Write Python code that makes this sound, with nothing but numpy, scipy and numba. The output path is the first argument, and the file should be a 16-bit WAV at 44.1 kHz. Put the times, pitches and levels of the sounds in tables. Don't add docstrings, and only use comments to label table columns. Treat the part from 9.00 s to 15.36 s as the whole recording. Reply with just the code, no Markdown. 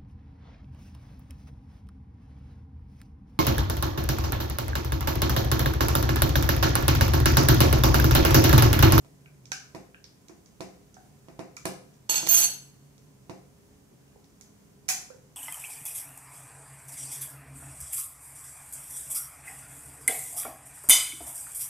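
import sys
import numpy as np
from scipy import signal
from scipy.fft import rfft, irfft, next_fast_len
from scipy.io import wavfile
from scipy.ndimage import uniform_filter1d
from numba import njit

SR = 44100
rng = np.random.default_rng(int(sys.argv[2]) if len(sys.argv) > 2 else 0)


def magnitude_from_level(level_db):
    exponent = np.asarray(level_db, float) / 20
    return 10 ** exponent


def digitize_waveform(pressure):
    field = np.atleast_2d(pressure).T
    bounded = np.clip(field, -1, 1)
    quanta = np.round(bounded * 32767).astype(np.int16)
    wavfile.write(sys.argv[1], SR, quanta)


N = 280476
SIZE = next_fast_len(N + SR)
FREQ = np.maximum(np.arange(SIZE // 2 + 1) * SR / SIZE, 1)
LAG = 11


def curve(points):
    hz, value = np.transpose(points)
    return np.interp(np.log(FREQ), np.log(hz), value)


def shape(x, gain):
    return irfft(rfft(x, SIZE) * gain, SIZE)[..., :N]


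def add(track, s, x):
    i = int(s * SR)
    track[..., i:i + x.shape[-1]] += x[..., :N - i]


def ring(hz, width_hz):
    t = np.arange(SR // 4) / SR
    return np.sin(2 * np.pi * hz * t) * np.exp(-np.pi * width_hz * t)


def burst(hz, width_hz, t60):
    t = np.arange(SR // 20) / SR
    resonance = ring(hz, width_hz)[:300]
    body = np.convolve(resonance, resonance)
    echoes = rng.standard_normal(len(t)) * magnitude_from_level(-60 * t / t60)
    near = np.convolve(echoes, body)
    near /= np.abs(near).max()
    bare = np.pad(body, (0, len(t) - 1))
    bare = bare * np.sqrt(np.sum(near ** 2) / np.sum(bare ** 2))
    return np.array([near, bare])


# t/s, thud level/dB, crack level/dB, added counter ring f/Hz, its level/dB
KNOCKS = [
    (0.043, -52.5, -57.5, 145, -79),
    (0.744, -34, -43.5, 178, -74),
    (1.291, -45.5, -59, 355, -37),
    (1.602, -32, -37, 167, -61),
    (2.28, -43, -56.5, 172, -34.5),
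    (2.388, -31.5, -42, 377, -54),
    (2.651, -25, -30, 295, -36),
    (4.292, -34, -44.5, 369, -67.5),
    (4.911, -66, -74, 388, -49),
]
THUMPS = [
    (3.09, -44.5, -69, 890, -33),
    (3.224, -35.5, -65.5, 350, -31.5),
    (3.276, -45.5, -69.5, 179.2, -45),
]
# f/Hz, width/Hz, level/dB
COUNTER = [(105, 30, -3), (185.2, 11, 7.5), (307.5, 20, 9.5), (372.5, 15, 5.5), (507.3, 21, 5.5),
           (658, 23, 7), (773, 30, 1.5), (945, 55, 6.5), (1026, 40, -17)]
BLOW_DELAY_S = 0.004
WALL_DB, WALL_FOLLOWS_CRACK = -12, 0.3


def knocks():
    out = np.zeros((2, N))
    for s, thud_db, crack_db, hz, mode_db in KNOCKS + THUMPS:
        s = s + BLOW_DELAY_S
        wall_db = thud_db + WALL_DB + WALL_FOLLOWS_CRACK * (crack_db - thud_db)
        spot_db = 0.7 * rng.standard_normal(len(COUNTER))
        boom = 0
        for k, (f, width, db) in enumerate(COUNTER):
            boom = boom - magnitude_from_level(db + spot_db[k]) * ring(f, 2.3 * width)
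        soft_contact = np.hanning(24) / 12
        add(out, s, magnitude_from_level(thud_db - 9) * np.convolve(boom, soft_contact))
        add(out, s, magnitude_from_level(mode_db) * ring(hz, 45))
        add(out, s, magnitude_from_level(thud_db - 6) * burst(799, 500, 0.18))
        add(out, s, magnitude_from_level(wall_db + 10.5) * burst(2100, 1500, 0.0081))
        edge = -burst(5800, 3500, 0.014) + 0.4 * burst(10500, 8000, 0.008)
        add(out, s + 0.0008, magnitude_from_level(crack_db + 6.5) * edge)
    return out


TUBE_ROOM_DB = -1.5


def tube(hz):
    t = np.arange(SR // 4) / SR
    build_up = np.minimum(t * hz / 1.8, 1)
    to_walls = magnitude_from_level(np.array([[0], [TUBE_ROOM_DB]]))
    return ring(hz, 24 + 32 * (hz / 1000) ** 2) * build_up * to_walls


# t/s, peak level/dB, snap f/Hz, sizzle level/dB
SNAPS = [(.456, -35.5, 6200, -62), (0.5182, -15, 6030, -27), (1.042, -32.5, 5350, -48),
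         (1.284, -38.5, 6270, -49), (1.46, -42.5, 6340, -69), (1.943, -40, 6340, -55),
         (2.567, -26.5, 6420, -35), (2.655, -22, 8500, -18.5), (2.941, -50.5, 6000, -73),
         (3.98, -43.5, 6110, -65), (5.243, -49.5, 5630, -66), (5.305, -57.5, 7000, -66),
         (5.411, -34, 6500, -35), (5.883, -29, 5550, -33), (5.886, -26, 6400, -31),
         (5.888, -11.5, 6530, -11)]
# t/s, peak level/dB, tap f/Hz, tube f/Hz, tube level/dB
TAPS = [(.259, -47, 2390, 1570, -49), (0.519, -38, 2720, 1575, -22), (.519, -31, 2530, 759, -37.5),
        (0.945, -45, 2670, 1630, -39), (1.967, -46, 1550, 742, -40), (2.57, -43, 1300, 2330, -33.5),
        (2.653, -35.5, 2710, 1670, -25), (5.079, -63, 2780, 2800, -57), (5.158, -52, 790, 476, -49),
        (5.887, -37.5, 1510, 751, -33), (5.889, -27.5, 2430, 4350, -34), (6.1018, -44.5, 1500, 506, -35),
        (6.144, -54, 900, 486, -43.5)]
RIM_HZ, RIM_DB = 2270, -19


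def clicks():
    out = np.zeros((2, N))
    for s, db, snap_hz, sizzle_db in SNAPS:
        add(out, s, magnitude_from_level(db) * burst(snap_hz, 0.36 * snap_hz, 0.007))
        add(out, s, -magnitude_from_level(sizzle_db) * burst(11500, 6000, 0.00136))
        add(out, s, magnitude_from_level(db + RIM_DB) * tube(RIM_HZ))
    for s, db, tap_hz, tube_hz, tube_db in TAPS:
        add(out, s, magnitude_from_level(db) * burst(tap_hz, 0.24 * tap_hz, 0.0073))
        add(out, s, magnitude_from_level(tube_db) * tube(tube_hz))
    return out


@njit
def mode(x, turn, loss, damping):
    y, z = np.empty(len(x)), 0j
    for i in range(len(x)):
        z = z * turn * (1 - loss * damping[i]) + x[i]
        y[i] = z.imag
    return y


SPOON_HZ = [2795, 3295, 4361, 4406, 6244, 6415, 7826, 8602, 10062, 10518, 11603, 11982, 14328, 15291]
# t60/s, level on the fall/dB, on the roll/dB, while rocking/dB, left minus right/dB
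SPOON = [(0.051, -36, -40.5, -46.5, -6.5), (0.06, -49.5, -62, -47, 4.5), (0.36, -34.5, -38.5, -40.5, 2),
         (.2, -47.5, -46, -29.5, -15), (0.69, -55.5, -33.5, -26.5, 3), (0.38, -23.5, -24, -23.5, -5.5),
         (0.3, -29, -41, -27, -5), (0.25, -58.5, -39.5, -30, -4.5), (0.19, -39, -28.5, -32, -13),
         (0.16, -39, -32, -30.5, -30), (.3, -59.5, -26, -26.5, -13), (0.41, -29, -29, -38.5, -19),
         (0.24, -41.5, -16.5, -23.5, -26), (.2, -48.5, -22.5, -30.5, -23)]
# t/s, blow level/dB, brightness/dB per octave, clatter level/dB
BLOWS = [(3.092, -15.5, 4.5, -25.5), (3.095, 0.5, -2.6, -14), (3.143, -3.5, 7.5, -17.5),
         (3.156, -2.5, -7, -23.5), (3.168, -15, 1, -30.5), (3.178, -9.5, -3.5, -32),
         (3.267, -21, -8.5, -20.5), (3.272, -28, -10, -14), (3.287, -1, -4.5, -21.5),
         (3.309, -7.5, 5, -24.5), (3.328, -8.5, 2.4, -30), (3.338, 2, 1.5, -34), (3.357, -10.5, 0, -33.5),
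         (3.375, -4.5, 0.5, -27.5), (3.392, -7.5, 1.5, -22), (3.405, -8.5, 1, -31), (3.424, -8.5, 1.5, -28),
         (3.438, -2, -5, -28.5)]
# t/s, chatter level/dB, damping factor
CONTACT = [
    (3.09, -62, 1.6),
    (3.1, -27.5, 1.8),
    (3.18, -22, 4.5),
    (3.195, -34, 2.8),
    (3.26, -36.5, 3.6),
    (3.32, -20, 0.66),
    (3.44, -22.5, 0.27),
    (3.465, -39, 5),
    (3.55, -68.5, 2.4),
]
# f/Hz, width/Hz, level/dB
CLATTER = [(330, 1400, -18.5), (816, 280, -22.5), (1500, 550, -21.5), (2950, 1400, -11.5),
           (6100, 2700, 0.5), (9000, 6900, -3.5)]
ROLL_S, ROCK_S = 3.26, 3.372
CHOKE = 13.92
RATTLE_DB, RATTLE_SLOPE = -26.5, 1


def clatter_burst(t60):
    out = 0
    for k, (hz, width, db) in enumerate(CLATTER):
        out = out + (-1) ** k * magnitude_from_level(db) * burst(hz, width, t60)
    return out


def spoon():
    t = np.arange(N) / SR
    s, chatter_db, damping = np.transpose(CONTACT)
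    rattle_db = RATTLE_DB + RATTLE_SLOPE * (chatter_db + 23)
    damping = np.maximum(np.interp(t, s, damping), 0.2)
    ticks = (rng.random(N) < 1600 / SR) * np.clip(rng.standard_normal(N), -1.8, 1.8)
    ticks = ticks * (t > s[0]) * (t < s[-1])
    blow_s, blow_db, bright_db, _ = np.transpose(BLOWS)
    at = (blow_s * SR).astype(int)
    for i in at:
        damping[i - 30:i + 40] += CHOKE

    spot_db = 1.5 * rng.standard_normal((len(BLOWS), len(SPOON)))
    out = np.zeros((2, N))
    for k, (t60, fall_db, roll_db, rock_db, pan_db) in enumerate(SPOON):
        hz = SPOON_HZ[k]
        drive = ticks * magnitude_from_level(np.interp(t, s, chatter_db)) + 1e-18
        drive[at] += magnitude_from_level(blow_db + bright_db * np.log2(hz / 8000) + spot_db[:, k])
        pose_db = np.where(t < ROLL_S, fall_db, np.where(t < ROCK_S, roll_db, rock_db))
        swell = np.hanning(140) * np.cos(2 * np.pi * hz * t[:140]) / 35
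        drive = signal.oaconvolve(drive * magnitude_from_level(pose_db + 6.5), swell)[:N]
        y = mode(drive, np.exp(2j * np.pi * hz / SR), np.log(1000) / (t60 * SR), damping)
        out += np.array([magnitude_from_level(pan_db) * np.roll(y, LAG), y])

    tick = clatter_burst(0.0036)[1, :300]
    rattle = signal.oaconvolve(ticks * magnitude_from_level(np.interp(t, s, rattle_db)), tick)[:N]
    clatter = np.tile(rattle, (2, 1))
    for hit_s, _, _, hit_db in BLOWS:
        add(clatter, hit_s, magnitude_from_level(hit_db) * clatter_burst(0.006))
    return out, clatter


# f/Hz, likeness 0-1
ALIKE = [(60, 0.6), (130, 1), (290, 0.1), (640, 0.34), (1410, 0), (3100, 0.2), (6820, 0.2), (15000, 0)]


def diffuse(noise, ports):
    c = np.clip(curve(ALIKE), 0, 1)
    mid = noise[0] * np.sqrt((1 + c) / 2)
    side = noise[1] * np.sqrt((1 - c) / 2)
    late = np.exp(-2j * np.pi * FREQ * 0.67 * LAG / SR)
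    tilt_db = curve(ports) / 2
    return np.array([(mid + side) * late * magnitude_from_level(tilt_db), (mid - side) * magnitude_from_level(-tilt_db)])


# f/Hz, t60/s
ROOM_T60 = [(125, 0.32), (500, 0.52), (1000, 0.44), (2500, 0.42), (6000, 0.4), (14000, 0.25)]
# f/Hz, left minus right level/dB
ROOM_PORTS = [(60, -5), (200, -3), (700, 5.5), (1290, 5), (2380, 1.5), (4400, 3.5), (8120, -3),
              (15000, -10)]


def room():
    t = np.arange(SR) / SR
    t60_hz, t60_s = np.transpose(ROOM_T60)
    out = 0
    for hz in 56.6 * 2. ** np.arange(9):
        t60 = np.interp(np.log(hz), np.log(t60_hz), t60_s)
        build_up = np.clip((t - 0.001) / 0.004, 0, 1)
        echoes = rng.standard_normal((2, SR)) * magnitude_from_level(-60 * t / t60) * build_up
        octave = np.cos(np.pi / 2 * np.clip(np.log2(FREQ / hz), -1, 1))
        out = out + rfft(echoes, SIZE) * octave
    out = diffuse(out, ROOM_PORTS) / np.sqrt(SR * 0.006)
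    usual = uniform_filter1d(np.abs(out), size=1200)
    even = irfft(out * np.minimum(1, usual / np.abs(out)) ** 0.95, SIZE)
    return rfft(even[:, :SR] * np.clip(t / 0.001, 0, 1), SIZE)


def walk(rate):
    k = int(SR / rate)
    steps = np.repeat(rng.standard_normal(N // k + 1), k)
    return 1.3 * uniform_filter1d(uniform_filter1d(steps, k), k)[:N]


# f/Hz, level/dB per Hz
MURMUR = [(25, -27.5), (52, -4), (190, -1.5), (250, -5.5), (1000, -20.5), (4000, -28.5), (6380, -24.5),
          (16000, -32)]
# f/Hz, left minus right level/dB
PORTS = [(60, -2), (110, -0.5), (200, -2.5), (380, 2.5), (1290, 1.5), (4400, 0), (8120, -5.5), (15000, 1.5)]
# f/Hz, level/dB
HUM = [(58, -78), (207, -72.5), (275, -72.5), (410, -72.5), (1010, -84)]
MURMUR_DB = -58.5
MOTOR_HZ, MOTOR_DB, MOTOR_DB_PER_S = 138, -64, -0.52
BEAT_S, BEAT_PEAK_S, BEAT_DEPTH = 3.8, 3.4, 0.93


def fridge():
    noise = rfft(rng.standard_normal((2, SIZE)))
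    murmur = irfft(diffuse(noise, PORTS) * magnitude_from_level(curve(MURMUR)), SIZE)[..., :N]
    murmur = murmur * magnitude_from_level(MURMUR_DB + 0.6 * walk(9)) / np.sqrt(np.mean(murmur ** 2))
    t = np.arange(N) / SR
    beat = np.abs(1 + BEAT_DEPTH * np.exp(2j * np.pi * (t - BEAT_PEAK_S) / BEAT_S))
    motor_db = MOTOR_DB + MOTOR_DB_PER_S * t + 20 * np.log10(beat + 1e-3)
    hum = 0
    for hz, db in [(MOTOR_HZ, motor_db)] + HUM:
        level = np.sqrt(2) * magnitude_from_level(db + 2.5 * walk(9))
        hum = hum + level * np.sin(2 * np.pi * hz * t + 2.6 * walk(13))
    return murmur + hum * magnitude_from_level(np.array([[-0.8], [0.8]]))


# f/Hz, level/dB
SHADOW = [(200, -7.5), (700, -11.5), (2400, -0.5), (5000, -15), (8000, -26), (15000, -18)]
# f/Hz, level/dB
MIC = [(40, -21.5), (80, -7.5), (130, -5.5), (300, 0.05), (3500, 4), (6400, 1), (9000, 2), (15000, -0.6)]
KNOCK_ROOM_DB, CLICK_ROOM_DB, RATTLE_ROOM_DB, SPOON_ROOM_DB = -4.5, -7, -7.5, -11.5
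STONE_ECHO_S, STONE_ECHO_DB = 0.0021, -10
SCATTER = 0.99
LIFT_S, LOWER_S = 5.6, 6.05
LIFT_ROOM_DB = 8


def scene():
    metal, clatter = spoon()
    knock, click = knocks(), clicks()
    near = knock[0] + click[0] + clatter[0]
    near = near + magnitude_from_level(STONE_ECHO_DB) * np.roll(near, int(STONE_ECHO_S * SR))
    blur = np.interp(FREQ / 500, np.arange(50), rng.standard_normal(50))
    blur = SCATTER * blur * np.minimum(FREQ / 1000, 1)
    far = magnitude_from_level(curve(SHADOW)) * np.exp(1j * (blur - 2 * np.pi * FREQ * LAG / SR))
    direct = np.array([shape(near, far), near])

    t = np.arange(N) / SR
    lifted = (t > LIFT_S) & (t < LOWER_S)
    send = magnitude_from_level(KNOCK_ROOM_DB) * knock[1]
    send = send + magnitude_from_level(CLICK_ROOM_DB + LIFT_ROOM_DB * lifted) * click[1]
    send = send + magnitude_from_level(RATTLE_ROOM_DB) * clatter[1] + magnitude_from_level(SPOON_ROOM_DB) * metal[1]
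    wet = shape(send, room())
    return shape(direct + wet, magnitude_from_level(curve(MIC))) + metal + fridge()


def roll_off(x):
    return signal.sosfilt(signal.butter(12, 16810, fs=SR, output="sos"), x)


# f/Hz, level/dB
TOP = [(15600, 0), (15900, -30), (16800, -45)]


def record(dry):
    mix = shape(dry, magnitude_from_level(curve(TOP)))
    return roll_off(mix)


dry = scene()
out = record(dry)
digitize_waveform(out)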